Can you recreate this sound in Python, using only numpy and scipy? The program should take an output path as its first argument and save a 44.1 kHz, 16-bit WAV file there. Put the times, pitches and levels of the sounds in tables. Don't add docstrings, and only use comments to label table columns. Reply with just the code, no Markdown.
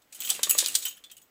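import sys
import numpy as np
from scipy import signal
from scipy.fft import rfft, irfft
from scipy.io import wavfile
from scipy.ndimage import uniform_filter1d

SR = 44100
rng = np.random.default_rng(int(sys.argv[2]) if len(sys.argv) > 2 else 0)


def waveform_to_disk(signal):
    frames = np.transpose(np.atleast_2d(signal))
    scaled = np.clip(frames, -1, 1) * 32767
    samples = np.round(scaled).astype(np.int16)
    wavfile.write(sys.argv[1], SR, samples)


N = 57330

# t/s, level/dB
COAT_LEVEL = [(0.0, -88), (0.216, -55), (0.416, -51), (0.578, -48.5), (0.744, -51.5), (0.948, -66.5),
              (1.3, -80)]
# f/Hz, relative level per Hz/dB
CLATTER_COLOUR = [(410, -52), (700, -25.5), (2080, -15), (3500, -1.5), (5330, -5.5), (8210, -1.5),
                  (10700, -9), (12200, -15.5), (14000, -12), (16000, -24.5)]
# f/Hz, relative level/dB, time to fall 60 dB/s
FIRST_TAG_LOW = [(6722, 0, .2), (6800, -9, .1)]
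# f/Hz, relative level/dB, time to fall 60 dB/s
FIRST_TAG_HIGH = [(11010, 0, .035), (11220, -4, .035)]
# f/Hz, relative level/dB, time to fall 60 dB/s
SECOND_TAG_TONES = [(7760, -0.5, 0.24), (8013, -16.5, 0.033), (14330, -3, 0.28), (14670, -1, .08)]

TICK_SPREAD_DB, STRIKE_SPREAD_DB = 2, 2
COLLAR_T60_S = .017


def amp(db):
    return 10 ** (np.asarray(db) / 20)


def evened(x):
    return x / np.sqrt(np.mean(x ** 2) + 1e-20)


def add(mix, start_s, sound):
    part = mix[round(start_s * SR):][:len(sound)]
    part += sound[:len(part)]


def struck(x, response):
    return signal.oaconvolve(x, response / np.linalg.norm(response))[:len(x)]


def level(curve):
    s, db = np.transpose(curve)
    return amp(np.interp(np.arange(N) / SR, s, db))


def hiss(points):
    f, db = np.transpose(points)
    hz = np.fft.rfftfreq(N, 1 / SR) + 1
    octaves_above = np.maximum(np.log2(hz / f[-1]), 0)
    octaves_below = np.maximum(np.log2(f[0] / hz), 0)
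    spectrum_db = np.interp(np.log(hz), np.log(f), db) - 24 * octaves_above - 12 * octaves_below
    return evened(irfft(rfft(rng.standard_normal(N)) * amp(spectrum_db), N))


def room_hush():
    # f/Hz, relative level per Hz/dB
    hush_colour = [(25, -6), (157, -2), (503, -1), (1040, -5.5), (1790, -7), (11900, -18), (13200, -10),
                   (16000, -13)]
    return amp(-68) * hiss(hush_colour)


def coat_rustle():
    # f/Hz, relative level per Hz/dB
    coat_colour = [(35, -44), (60, -29.5), (268, -12.5), (1080, -20), (1150, -16.5), (1690, -16),
                   (3250, -12.5), (5500, -120)]
    return level(COAT_LEVEL) * hiss(coat_colour)


def colour(x, points, tilt_db=0):
    tilt_from_hz = 3000
    hz = abs(np.fft.fftfreq(1024, 1 / SR)) + 20
    f, db = np.transpose(points)
    total_db = np.interp(np.log(hz), np.log(f), db) + tilt_db * np.log2(np.maximum(hz, tilt_from_hz))
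    log_size = total_db * np.log(10) / 20
    taps = np.fft.ifft(np.exp(np.conj(signal.hilbert(log_size)))).real[:512]
    return struck(x, taps)


def ticks(count, per_s, spread_db):
    hit, sign, size = rng.random((3, count))
    sizes = amp(-spread_db * np.log(np.maximum(size, .01)))
    return evened((hit < per_s / SR) * np.sign(sign - .5) * sizes)


def shaped(x, shape):
    return x * shape * np.linalg.norm(shape) / (np.linalg.norm(x * shape) + 1e-12)


def ring(modes, t, spread_db=0, late=0):
    total = 0
    for hz, db, t60 in modes:
        fading = amp(db + spread_db * rng.standard_normal() - 60 * t / t60)
        total = total + fading * np.sin(2 * np.pi * hz * (t - late))
    return total


def wander(span_s):
    span = round(span_s * SR)
    return evened(uniform_filter1d(uniform_filter1d(rng.standard_normal(N), span), span))


def swing():
    swing_db, swing_s = 6, .003
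    return amp(swing_db * np.minimum(wander(swing_s), 1))


def whip():
    whip_m_per_s, whip_s, sound_m_per_s = 1.5, .008, 343
    coat = level(COAT_LEVEL)
    speed = wander(whip_s) * np.sqrt(coat / coat.max())
    return np.cumsum(speed) * whip_m_per_s / sound_m_per_s / SR


def jiggle(t, hz):
    jiggles_per_s, rise_s, fade_s = 1300, 0.0027, 0.0097
    shape = np.minimum(t / rise_s, 1) * np.exp(-t / fade_s)
    knocks = shaped(ticks(len(t), jiggles_per_s, TICK_SPREAD_DB), shape)
    clink = ring([(hz, 0, COLLAR_T60_S), (hz * 1.17, -11, COLLAR_T60_S)], t[:3000])
    return struck(knocks, clink)


def chatter(t, length_s):
    ticks_per_s, rise_share, hold = 18000, .25, 1.4
    shape = np.minimum(t / (rise_share * length_s), 1) * np.exp(-(t / length_s) ** hold)
    return shaped(ticks(len(t), ticks_per_s, TICK_SPREAD_DB), shape)


def buckle(burst, t):
    # f/Hz, relative level/dB
    buckle_tones = [(3840, -5.5), (4295, 4.5), (5050, 3), (6010, 9.5), (7160, 13), (8200, -1.5), (8620, 6)]
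    t60_s = 0.016
    tones = ring([(hz, db, t60_s) for hz, db in buckle_tones], t[:3000], STRIKE_SPREAD_DB)
    return amp(-7.5) * struck(burst, tones)


def clashes():
    # t/s, clatter level/dB, chatter length/s, treble tilt/dB per octave,
    # collar ring f/Hz, collar ring level/dB, first tag low level/dB, first tag high level/dB,
    # second tag level/dB (all levels relative)
    clash_list = [ (0.019, -52, 0.0085, -5, 3600, -68, -72, -77, -71),
                  (0.124, -33, 0.016, 4, 2600, -48, -70, -57, -49.5),
                  (0.148, -31.5, 0.021, 9, 3090, -47, -55, -44.5, -52.5),
                  (.204, -22.5, 0.014, 23, 3290, -37, -42, -62, -35.5),
                  (.221, -21, 0.0029, -7.5, 2547, -41.5, -51, -36, -40.5),
                  (0.237, -49, 0.0023, -11, 3020, -38, -43, -41, -41),
                  (.249, -23.5, 0.034, 20, 3100, -34, -37, -35.5, -40),
                  (.274, -22, 0.0031, -17, 2690, -34, -49, -47, -46),
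                  (0.292, -26, 0.0036, 7, 3090, -27, -41, -32, -31.5),
                  (0.3014, -5, 0.0075, 6, 3530, -25.5, -62, -53, -59),
                  (.347, -24.5, 0.016, 5, 2760, -36, -54, -58, -55),
                  (.432, -4.5, 0.008, 1, 3494, -24.5, -44, -24.5, -52),
                  (.443, -19, 0.0026, -8, 3560, -30.5, -37, -34, -36),
                  (0.4957, -11, 0.015, 8, 3010, -29.5, -45, -32, -19),
                  (.510, -1, 0.002, 12.5, 2720, -29, -28, -13, -61),
                  (0.579, -13.5, 0.011, 5, 3150, -63, -47, -47, -27),
                  (.586, -2.5, 0.0088, 3, 3876, -24, -59, -44, -36),
                  (0.6, -13, 0.017, -1.3, 3470, -48, -59, -57, -60),
                  (0.642, -19.5, 0.0086, -8, 3200, -56, -49, -58, -63),
                  (.662, -3, 0.0011, -0.1, 3300, -28, -61, -23.5, -31),
                  (.684, -11.5, 0.0037, 9, 2850, -34, -72.5, -58, -55),
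                  (0.744, -18, 0.0027, 5, 3300, -35, -50, -66.5, -50),
                  (.752, -4, 0.0083, 0.7, 3330, -37, -40, -49, -29.5),
                  (0.823, -25.5, 0.022, 0, 2500, -49.5, -48, -59, -40),
                  (0.852, -21.5, 0.022, 5.5, 3010, -28, -47, -56, -30.5),
                  (.863, -20.5, 0.0013, 4, 3080, -27.5, -37, -43, -37),
                  (.883, -24, 0.0049, 10, 3350, -59, -37.5, -44, -37.5),
                  (0.908, -35, 0.0043, 10, 3103, -39, -67, -69, -54),
                  (0.921, -42, 0.002, 1, 3100, -51, -64, -70, -69),
                  (0.97, -45, 0.017, 21, 3090, -49.5, -69, -52, -63),
                  (1.039, -38.5, 0.012, -1, 3470, -41, -63.5, -71.5, -58.5),
                  (1.098, -42, 0.015, -17, 3380, -61, -67.5, -77.5, -69),
                  (1.114, -31, 0.0094, 9, 3115, -45.5, -74, -71.5, -54.5),
                  (1.168, -34.5, 0.0062, 10.5, 3000, -52, -57.5, -77, -59),
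                  (1.178, -38.5, 0.0071, 6, 2960, -55, -64, -85.5, -68),
                  (1.216, -42, 0.0091, 11.5, 3300, -59, -60.5, -72, -57.5)]
    early_s = .001
    damped_db, damp_s, ring_rise_s = -12, 0.0022, 0.00087
    pieces = FIRST_TAG_LOW, FIRST_TAG_HIGH, SECOND_TAG_TONES
    out, rings, t = np.zeros(N), np.zeros((len(pieces), N)), np.arange(12000) / SR
    travel = np.pad(whip(), (0, len(t)), "edge")
    next_starts = [row[0] for row in clash_list][1:] + [N / SR]
    for row, next_s in zip(clash_list, next_starts):
        s, clatter_db, length_s, tilt_db, collar_hz, collar_db, *rings_db = row
        burst = chatter(t, length_s)
        clatter = colour(burst, CLATTER_COLOUR, tilt_db) + buckle(burst, t)
        collar = amp(collar_db) * jiggle(t, collar_hz)
        add(out, s - early_s, amp(clatter_db) / 3 * clatter + collar)

        damping = amp(damped_db * np.clip((t - next_s + s) / damp_s, 0, 1))
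        envelope = damping * np.minimum(t / ring_rise_s, 1)
        late = travel[round(s * SR):][:len(t)]
        for track, modes, ring_db in zip(rings, pieces, rings_db):
            tones = ring(modes, t, STRIKE_SPREAD_DB, late)
            add(track, s - early_s, amp(ring_db) * tones * envelope)
    return out + sum(track * swing() for track in rings)


def loose_rattle():
    # t/s, level/dB
    rattle_level = [(0.0, -105), (0.176, -55.5), (0.304, -36), (0.42, -52.5), (0.668, -36.5), (0.756, -45),
                    (0.886, -49.5), (1.158, -104.5), (1.3, -86)]
    ticks_per_s, spread_db, ring_db, collar_hz = 4000, 3, -8.5, 3050
    t = np.arange(8000) / SR
    loose = ticks(N, ticks_per_s, spread_db) * level(rattle_level)
    tones = [(collar_hz, 9, COLLAR_T60_S), *FIRST_TAG_LOW, *FIRST_TAG_HIGH, *SECOND_TAG_TONES]
    metal = struck(loose, ring(tones, t)) * swing()
    return colour(loose, CLATTER_COLOUR) + amp(ring_db) * metal


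def ear_flaps_and_tick():
    # t/s, relative level/dB, pitch ratio, fading time of the aftertaps/s
    slap_list = [(0.314, -34, 0.795, 0.013), (.393, -28.5, 1.08, 0.0068), (0.471, -27.5, 1.13, 0.0057),
                 (0.5507, -23.5, 1.13, 0.0054), (.626, -27, 1.025, 0.0051), (0.978, -45, 3.3, 0.0052)]
    # f/Hz before the pitch ratio, relative peak level/dB, time to fall 60 dB/s
    hollows = [(520, -3, .019), (1030, 0, .016), (1650, -1, .008), (2300, -2.5, .007), (3400, -3, .005)]
    slap_s, aftertaps_db = 0.00026, -8.5
    out, t = np.zeros(N), np.arange(3000) / SR
    for s, db, ratio, length_s in slap_list:
        envelope = np.exp(-t / slap_s) + amp(aftertaps_db) * np.exp(-t / length_s)
        push = rng.standard_normal(len(t)) * envelope
        knock = np.zeros(len(t))
        for hz, hollow_db, t60 in hollows:
            part = signal.oaconvolve(push, ring([(hz * ratio, 0, t60)], t))[:len(t)]
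            knock += amp(hollow_db) * part / abs(part).max()
        add(out, s, amp(db) * knock / 2)
    return out


def above(x, hz):
    return signal.sosfilt(signal.butter(3, hz, "high", fs=SR, output="sos"), x)


def room_echo(x):
    echo_db, t60_s, gap_s = -10, 0.21, 0.0024
    t = np.arange(16000) / SR
    tail = rng.standard_normal(len(t)) * amp(-60 * t / t60_s) * (t > gap_s)
    return amp(echo_db) * struck(x, tail)


def scene():
    metal = above(clashes() + loose_rattle(), 970)
    slaps = above(ear_flaps_and_tick(), 330)
    dog = metal + slaps
    return (room_hush() + coat_rustle() + dog + room_echo(dog))[None]


def record(dry):
    edge_hz = 15900
    low_pass = signal.firwin(511, edge_hz, window=("kaiser", 9), fs=SR)
    return signal.oaconvolve(dry, low_pass[None], "same")


dry = scene()
out = record(dry)
waveform_to_disk(out)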